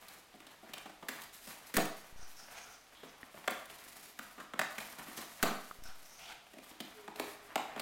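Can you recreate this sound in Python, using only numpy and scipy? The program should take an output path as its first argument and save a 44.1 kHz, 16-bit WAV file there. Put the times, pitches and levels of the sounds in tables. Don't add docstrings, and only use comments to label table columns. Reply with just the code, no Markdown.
import sys
import numpy as np
from scipy import signal
from scipy.fft import rfft, irfft, next_fast_len
from scipy.io import wavfile

SR = 44100
rng = np.random.default_rng(int(sys.argv[2]) if len(sys.argv) > 2 else 0)


def dump_mix(stems):
    frames = np.atleast_2d(stems).T
    limited = np.clip(frames, -1, 1)
    pcm = np.round(limited * 32767).astype(np.int16)
    wavfile.write(sys.argv[1], SR, pcm)


N = 344641
TIME_S = np.arange(N) / SR

# frequency in Hz, relative density in dB.
AIR_SPECTRUM = [(15, -24), (25, -7), (70, -18.5), (309, -17.5), (516, -16.5), (714, -12.5), (1070, -17.5),
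                (2550, -18.5), (4610, -23), (12900, -35), (16000, -48)]
NOSTRIL_SPECTRUM = [(3500, -14), (4800, -1), (5300, 2.5), (5900, 2.5), (6600, 2), (7300, -11), (9000, -2),
                    (12000, -20), (16000, -10)]
HUFF_SPECTRUM = [(300, -9), (550, -8), (760, 5.5), (1050, -6), (1450, 0), (1850, -9.5), (2200, -7),
                 (2800, -5.5), (4000, -8.5), (5400, -10), (6300, -13), (7500, -13), (16000, -27)]
RIP_SPECTRUM = [(500, -6.5), (1500, 0.5), (3000, 0.5), (4500, 1), (7000, 0.5), (10000, 2), (13000, 2.5),
                (16000, -5.5)]
RUB_SPECTRUM = [(300, -7), (520, -4), (720, -3.5), (1000, 2), (1500, -1), (2200, -2.5), (3200, -7),
                (5000, -22), (9000, -43)]
FLEX_SPECTRUM = [(70, -14), (130, -11), (200, -1.5), (280, -3), (420, 2), (600, -10), (1200, -12.5)]
# frequency in Hz, T60 in seconds.
REVERB_T60_S = [(120, .42), (300, .48), (800, .53), (2000, .55), (5000, .53), (10000, .44), (16000, .35)]
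# frequency in Hz, level against the direct sound in dB.
REVERB_DB = [(120, -5), (300, -3.5), (800, -1.5), (2000, -3), (5000, -1.5), (10000, -7.5), (16000, -6.5)]
# start in seconds, step height as a fraction of full scale.
THUMPS = [(1.768, 0.018), (5.43, 0.018)]
# start in seconds, frequency in Hz, peak in dB, T60 in seconds.
DRY_POPS = [(3.231, 1860, -34, .011), (3.2322, 263, -46, .051), (5.712, 1240, -31, .014)]
# start in seconds, length in seconds, first and last pitch in Hz, relative level in dB.
WHINE_NOTES = [(6.959, 0.084, 440, 408, -56.5), (7.152, 0.16, 428, 405.6, -57), (7.41, .04, 427, 414, -62)]
# start in seconds, length in seconds, relative level in dB, nostril whistle in Hz.
NOSE_SNIFFS = [(2.17, 0.13, -67.5, 5860), (2.365, 0.073, -60, 5450), (2.548, 0.1, -63.5, 6460),
               (2.692, 0.068, -65, 6140), (3.062, 0.042, -70, 6000), (5.83, 0.047, -61, 5300),
               (6.037, 0.24, -67, 5800)]
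# start in seconds, length in seconds, relative level in dB.
NOSE_WHEEZES = [(2.95, 0.15, -67), (6.6, 0.46, -76)]
# start in seconds, length in seconds, relative level in dB, throat resonance in Hz.
MUZZLE_HUFFS = [(2.17, .1, -67, 1380), (2.38, 0.103, -64.5, 1400), (2.5, 0.053, -58, 1650),
                (2.55, 0.063, -55.5, 2200), (2.64, .11, -62, 1400), (5.85, 0.068, -58, 1480),
                (6.19, 0.053, -55.5, 2600), (6.255, 0.036, -51, 3270), (6.3, 0.024, -52.5, 2150)]
# frequency in Hz, width in Hz, relative gain in dB.
BOX_MODES = [(162.3, 7.1, -4), (209, 24, 3), (253.7, 23.7, 6.5), (308, 8.6, 3.5), (413, 11, 2),
             (636, 111, 4), (740, 41, 2.5), (1180, 52, -1), (1420, 165, -10.5), (1800, 400, -5.5)]
# start in seconds, length in seconds, relative rip and rub levels in dB.
JAW_TUGS = [(0.014, 0.16, -62, -53.5), (0.414, 0.093, -90, -54.5), (0.635, 0.12, -81, -54.5),
            (0.727, .08, -66, -50), (1.092, .14, -57, -49.5), (1.33, 0.17, -56.5, -69),
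            (1.474, 0.041, -50.5, -44.5), (1.57, 0.22, -62.5, -56), (1.94, 0.14, -61, -56.5),
            (2.273, 0.45, -63, -60.5), (2.914, 0.35, -68, -57.5), (3.35, 0.27, -62.5, -55),
            (3.694, 0.043, -56, -52.5), (3.782, 0.15, -58.5, -58), (3.954, 0.027, -52.5, -55),
            (4.026, 0.061, -56, -68), (4.17, 0.16, -62.5, -58.5), (4.702, 0.023, -52.5, -49),
            (4.764, 0.076, -55.5, -45), (4.843, 0.092, -54.5, -52), (4.982, 0.036, -51.5, -45),
            (5.054, 0.18, -54, -50.5), (5.164, 0.057, -58, -47.5), (5.274, 0.28, -58, -53),
            (5.56, 0.19, -58, -57.5), (5.84, 0.47, -64, -66), (6.622, 0.11, -62.5, -54.5),
            (6.843, 0.18, -68.5, -55), (7.155, 0.18, -55.5, -46), (7.39, 0.31, -68.5, -54),
            (7.63, 0.2, -81, -49), (7.77, .05, -59, -41.5)]
SNAP_BANDS_HZ = [(155, 450), (450, 1200), (1200, 3500), (3500, 8000), (8000, 15900)]
# start in seconds, fracture decay in seconds, ring of the torn piece in Hz,
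# relative level in dB, tilt in dB per octave, relative panel thud in dB.
FLUTE_SNAPS = [(0.0834, 0.0038, 4500, -62.5, 3, -81), (.338, 0.017, 720, -68.5, -7, -58),
               (0.4029, .002, 2430, -63, -1.5, -62), (.4672, 0.0039, 3680, -61, -0.5, -65),
               (0.627, 0.015, 593, -66.5, -6.5, -56), (.69, 0.025, 2060, -62.5, -1, -57),
               (.735, .0033, 3120, -49.5, 0, -60), (.7807, 0.0012, 2550, -56.5, 0.5, -75),
               (.856, 0.011, 805, -54.5, -3.5, -53), (.895, .006, 715, -61, -1.5, -72),
               (1.0249, 0.0086, 900, -56.5, -5, -52.5), (1.085, .0045, 1730, -45, 1, -49),
               (1.2172, 0.0034, 3250, -62, 4, -69), (1.236, .0017, 4540, -64, 2.5, -71),
               (1.471, 0.0086, 5480, -60.5, 1.5, -54), (1.74, 0.006, 1840, -47, 2, -41.5),
               (1.753, 0.012, 1900, -50, 2.5, -45), (1.7673, 0.0025, 1050, -36.5, 1, -40),
               (1.7689, 0.0019, 1690, -41, 2.5, -43), (1.7778, 0.0052, 647, -40, -4.5, -31),
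               (1.8007, 0.0029, 460, -43, -5, -46), (1.854, .0026, 1020, -56, 3.5, -66),
               (3.0313, 0.0048, 630, -59, -4.5, -51), (3.048, .004, 640, -70, -1, -56),
               (3.342, 0.0022, 630, -63, -5, -56), (3.4414, .0021, 1810, -60, -5, -67),
               (3.4767, 0.0025, 1470, -37, -3.5, -44), (3.5057, 0.004, 1910, -60, 5.5, -51),
               (3.6558, .0027, 1670, -67, 4, -74), (3.699, .0045, 2900, -58.5, -1, -65),
               (3.7861, .0029, 3520, -65, 0, -73), (4.0294, 0.0037, 1440, -68, 4, -76),
               (4.19, 0.0014, 1480, -49.5, -1, -55.5), (4.378, 0.021, 1240, -56.5, -4.5, -52),
               (4.399, 0.012, 1430, -52.5, -3, -72), (4.5359, 0.0025, 1450, -50.5, -5.5, -50),
               (4.592, 0.0026, 1710, -36.5, -2, -48), (4.615, 0.00038, 1670, -42, -3, -51),
               (4.7814, 0.0033, 2000, -47, -1, -52.5), (4.803, .002, 3200, -55, -1, -64),
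               (4.985, 0.0053, 1410, -60.5, 0.5, -56.5), (5.0828, 0.0019, 2080, -73, 6.5, -53),
               (5.1728, 0.016, 5730, -48, 0, -49), (5.4276, 0.0017, 1470, -36, 1, -37),
               (5.4336, 0.0036, 674, -37.5, -1.5, -36.5), (5.455, 0.0093, 1190, -44.5, -7.5, -42),
               (5.508, 0.0056, 1240, -52.5, -7, -43), (5.8376, 0.00079, 5120, -65.5, 2.5, -77),
               (6.467, 0.00083, 2490, -67.5, -3, -78), (6.535, 0.0041, 647, -62.5, -0.5, -57),
               (6.566, 0.0023, 700, -68.5, -6.5, -57.5), (6.584, 0.0017, 2520, -60.5, -2.5, -57),
               (6.713, .002, 3480, -64, -2, -60), (6.8029, 0.0034, 3300, -49, -0.5, -47),
               (7.0789, 0.0015, 890, -52.5, -5, -50.5), (7.1601, 0.00082, 3930, -58, -0.5, -68),
               (7.1974, 0.0011, 740, -42.5, -1.5, -39.5), (7.5571, 0.0013, 675, -37, -3, -41.5),
               (7.578, 0.00086, 980, -48, -5, -55), (7.7622, 0.0014, 805, -53, -4, -47.5),
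               (7.796, 0.003, 4100, -45, -0.5, -55)]


def from_db(db):
    return 10 ** (np.asarray(db) / 20)


def unit_rms(x):
    return x / np.sqrt(np.mean(x ** 2) + 1e-20)


def at_hz(table, hz):
    knots_hz, values = np.transpose(table)
    return np.interp(np.log(np.maximum(hz, 1)), np.log(knots_hz), values)


def bandpass(x, low_hz, high_hz, order=2):
    sos = signal.butter(order, [low_hz, high_hz], "band", fs=SR, output="sos")
    return signal.sosfilt(sos, x + 1e-18)


def resonance(x, hz, width_hz):
    r = np.exp(-np.pi * width_hz / SR)
    feedback = [1, -2 * r * np.cos(2 * np.pi * hz / SR), r * r]
    return signal.lfilter(np.array([1, 0, -1]) * (1 - r * r) / 2, feedback, x + 1e-18)


def coloured(x, spectrum):
    size = next_fast_len(N)
    gain = from_db(at_hz(spectrum, np.arange(size // 2 + 1) * SR / size))
    return unit_rms(irfft(rfft(x, size) * gain, size)[:N])


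def drift(knots_per_s):
    knots = rng.standard_normal(N // 10)
    return np.interp(TIME_S * knots_per_s, np.arange(len(knots)), knots) * np.sqrt(3 / 2)


def swells(rows, attack_s, release_s):
    gain = np.zeros(N)
    for start_s, length_s, db in rows:
        end_s = start_s + max(length_s, attack_s)
        corners_s = [start_s - attack_s / 2, start_s + attack_s / 2, end_s, end_s + release_s]
        gain = np.hypot(gain, from_db(db) * np.interp(TIME_S, corners_s, [0, 1, 1, 0]))
    return gain


def still_air(level_db=-64):
    return from_db(level_db) * coloured(rng.standard_normal(N), AIR_SPECTRUM)


def room(x, first_s=0.004, build_s=0.008, ceiling_s=0.044, echo_db=1.5):
    t = TIME_S[:SR * 3 // 4]
    white, tail = rng.standard_normal((2, len(t))), np.zeros(len(t))
    onset = 1 - np.exp(-np.maximum(t - first_s, 0) / build_s)
    onset *= from_db(echo_db * np.exp(-((t - ceiling_s) / 0.01) ** 2))
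    edges_hz = np.geomspace(90, 17000, 14)
    for k, (low_hz, high_hz) in enumerate(zip(edges_hz, edges_hz[1:])):
        hz = np.sqrt(low_hz * high_hz)
        decay = from_db(-60 * t / at_hz(REVERB_T60_S, hz))
        part = bandpass(white[k % 2], low_hz, high_hz) * onset * decay
        part *= np.sqrt(2 * (high_hz - low_hz) / SR / np.sum(part ** 2))
        tail += part * from_db(at_hz(REVERB_DB, hz))
    return x + signal.fftconvolve(x, tail)[:N]


def sub_thumps(hold_s=0.359, step_s=0.034, settle_s=0.085, back_ratio=0.22):
    steps = np.zeros(N)
    for start_s, height in THUMPS:
        steps[round(start_s * SR)] += height
        back_s = start_s + hold_s + step_s * np.arange(4)
        steps[np.round(back_s * SR).astype(int)] -= back_ratio * height
    return signal.lfilter([1], [1, -np.exp(-1 / (settle_s * SR))], steps)


def pops():
    t, out = TIME_S[:SR // 10], np.zeros(N)
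    for start_s, hz, peak_db, t60_s in DRY_POPS:
        at = round(start_s * SR)
        out[at:at + len(t)] += from_db(peak_db - 60 * t / t60_s) * np.sin(2 * np.pi * hz * t)
    return out


def whine(waver_ratio=0.0072, fade_s=0.044, trim_db=-1):
    out = np.zeros(N)
    waver = 1 + waver_ratio * drift(40)
    for start_s, length_s, first_hz, last_hz, db in WHINE_NOTES:
        pitch_hz = np.interp(TIME_S, [start_s, start_s + length_s], [first_hz, last_hz]) * waver
        tone = np.sqrt(2) * np.sin(2 * np.pi * np.cumsum(pitch_hz) / SR)
        out += tone * swells([(start_s, length_s, db + trim_db)], fade_s, fade_s)
    return out


def snuffle(attack_s=0.011, release_s=0.013, flutter_db=3):
    def breaths(rows, spectrum, hiss_db, peak_db, width_hz):
        hiss, out = coloured(rng.standard_normal(N), spectrum), np.zeros(N)
        for start_s, length_s, db, hz in rows:
            peak = unit_rms(resonance(hiss, hz, width_hz))
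            gain = swells([(start_s, length_s, db)], attack_s, release_s)
            out += gain * (from_db(hiss_db) * hiss + from_db(peak_db) * peak)
        return out

    sniffs = breaths(NOSE_SNIFFS, NOSTRIL_SPECTRUM, hiss_db=0, peak_db=-4, width_hz=550)
    huffs = breaths(MUZZLE_HUFFS, HUFF_SPECTRUM, hiss_db=-1.5, peak_db=-4, width_hz=600)
    wheezes = unit_rms(resonance(rng.standard_normal(N), hz=3340, width_hz=350))
    wheezes *= swells(NOSE_WHEEZES, attack_s, release_s)
    return (sniffs + wheezes + huffs) * from_db(flutter_db * drift(70))


def box(x, trim_db=-2):
    ringing = sum(from_db(db) * resonance(x, hz, width_hz) for hz, width_hz, db in BOX_MODES)
    return from_db(trim_db) * (x + ringing)


def fibre_breaks(per_s, spread_db, clump_db):
    sizes = from_db(spread_db * np.minimum(rng.exponential(1, N), 4) + clump_db * drift(70))
    return sizes * rng.choice([-1, 1], N) * (rng.random(N) < per_s / SR)


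def chewing(attack_s=0.011, release_s=0.055, idle_rip_db=-69.5, idle_rub_db=-65.5):
    tugs = np.array(JAW_TUGS)
    rip_gain = np.hypot(swells(tugs[:, [0, 1, 2]], attack_s, release_s), from_db(idle_rip_db))
    rub_gain = np.hypot(swells(tugs[:, [0, 1, 3]], attack_s, release_s), from_db(idle_rub_db))
    flex_gain = 0.77 * rip_gain + 0.15 * rub_gain
    rip = from_db(1) * coloured(fibre_breaks(per_s=7000, spread_db=3.5, clump_db=3), RIP_SPECTRUM)
    rub = from_db(-7.5) * coloured(fibre_breaks(per_s=2000, spread_db=3, clump_db=3.5), RUB_SPECTRUM)
    flex = from_db(-11) * coloured(fibre_breaks(per_s=600, spread_db=1.5, clump_db=4.5), FLEX_SPECTRUM)
    lone_fibres = fibre_breaks(per_s=30, spread_db=3.5, clump_db=1)
    ticks = from_db(-77) * unit_rms(bandpass(lone_fibres, 900, 4400))
    return rip_gain * rip + rub_gain * rub + flex_gain * flex + ticks


def snap_shape_db(ring_hz, tilt_db_per_octave, pivot_hz=1900, hump_db=4):
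    centres_hz = np.sqrt(np.prod(SNAP_BANDS_HZ[1:], axis=1))
    tilt_db = tilt_db_per_octave * np.log2(centres_hz / pivot_hz)
    lift_db = hump_db * np.exp(-np.log2(centres_hz / ring_hz) ** 2)
    return tilt_db + lift_db + [-2.56, 3.33, 2.3, 1.6]


def snaps(grit_db=3.5, bounce_s=0.0035, bounce_db=-5.5, ring_db=9, ring_q=3.4):
    t, out = TIME_S[:SR // 12], np.zeros(N + SR)
    for start_s, fracture_s, ring_hz, snap_db, tilt_db_per_octave, thud_db in FLUTE_SNAPS:
        at = round(start_s * SR)
        cracks = rng.choice([-1, 1], len(t)) * from_db(grit_db * rng.standard_normal(len(t)))
        levels_db = [thud_db, *(snap_db + snap_shape_db(ring_hz, tilt_db_per_octave))]
        for (low_hz, high_hz), db in zip(SNAP_BANDS_HZ, levels_db):
            decay_s = max(fracture_s, 0.0005) + 1 / np.sqrt(low_hz * high_hz)
            bounce = from_db(bounce_db) * (t > bounce_s) * np.exp(-np.abs(t - bounce_s) / decay_s)
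            burst = cracks * (np.exp(-t / decay_s) + bounce)
            ring = from_db(ring_db) * resonance(burst, ring_hz, ring_hz / ring_q)
            snap = bandpass(burst + ring, low_hz, high_hz, order=3)
            snap *= np.sqrt(0.01 * SR / np.sum(snap ** 2))
            out[at:at + len(t)] += from_db(db) * snap
    return out[:N]


def scene():
    air = still_air()
    cardboard = box(snaps() + chewing())
    reverberant = room(cardboard + snuffle() + whine())
    return (air + sub_thumps() + pops() + reverberant)[None]


def record(dry, cutoff_hz=16100):
    return signal.sosfilt(signal.ellip(10, 0.2, 70, cutoff_hz, fs=SR, output="sos"), dry)


dry = scene()
out = record(dry)
dump_mix(out)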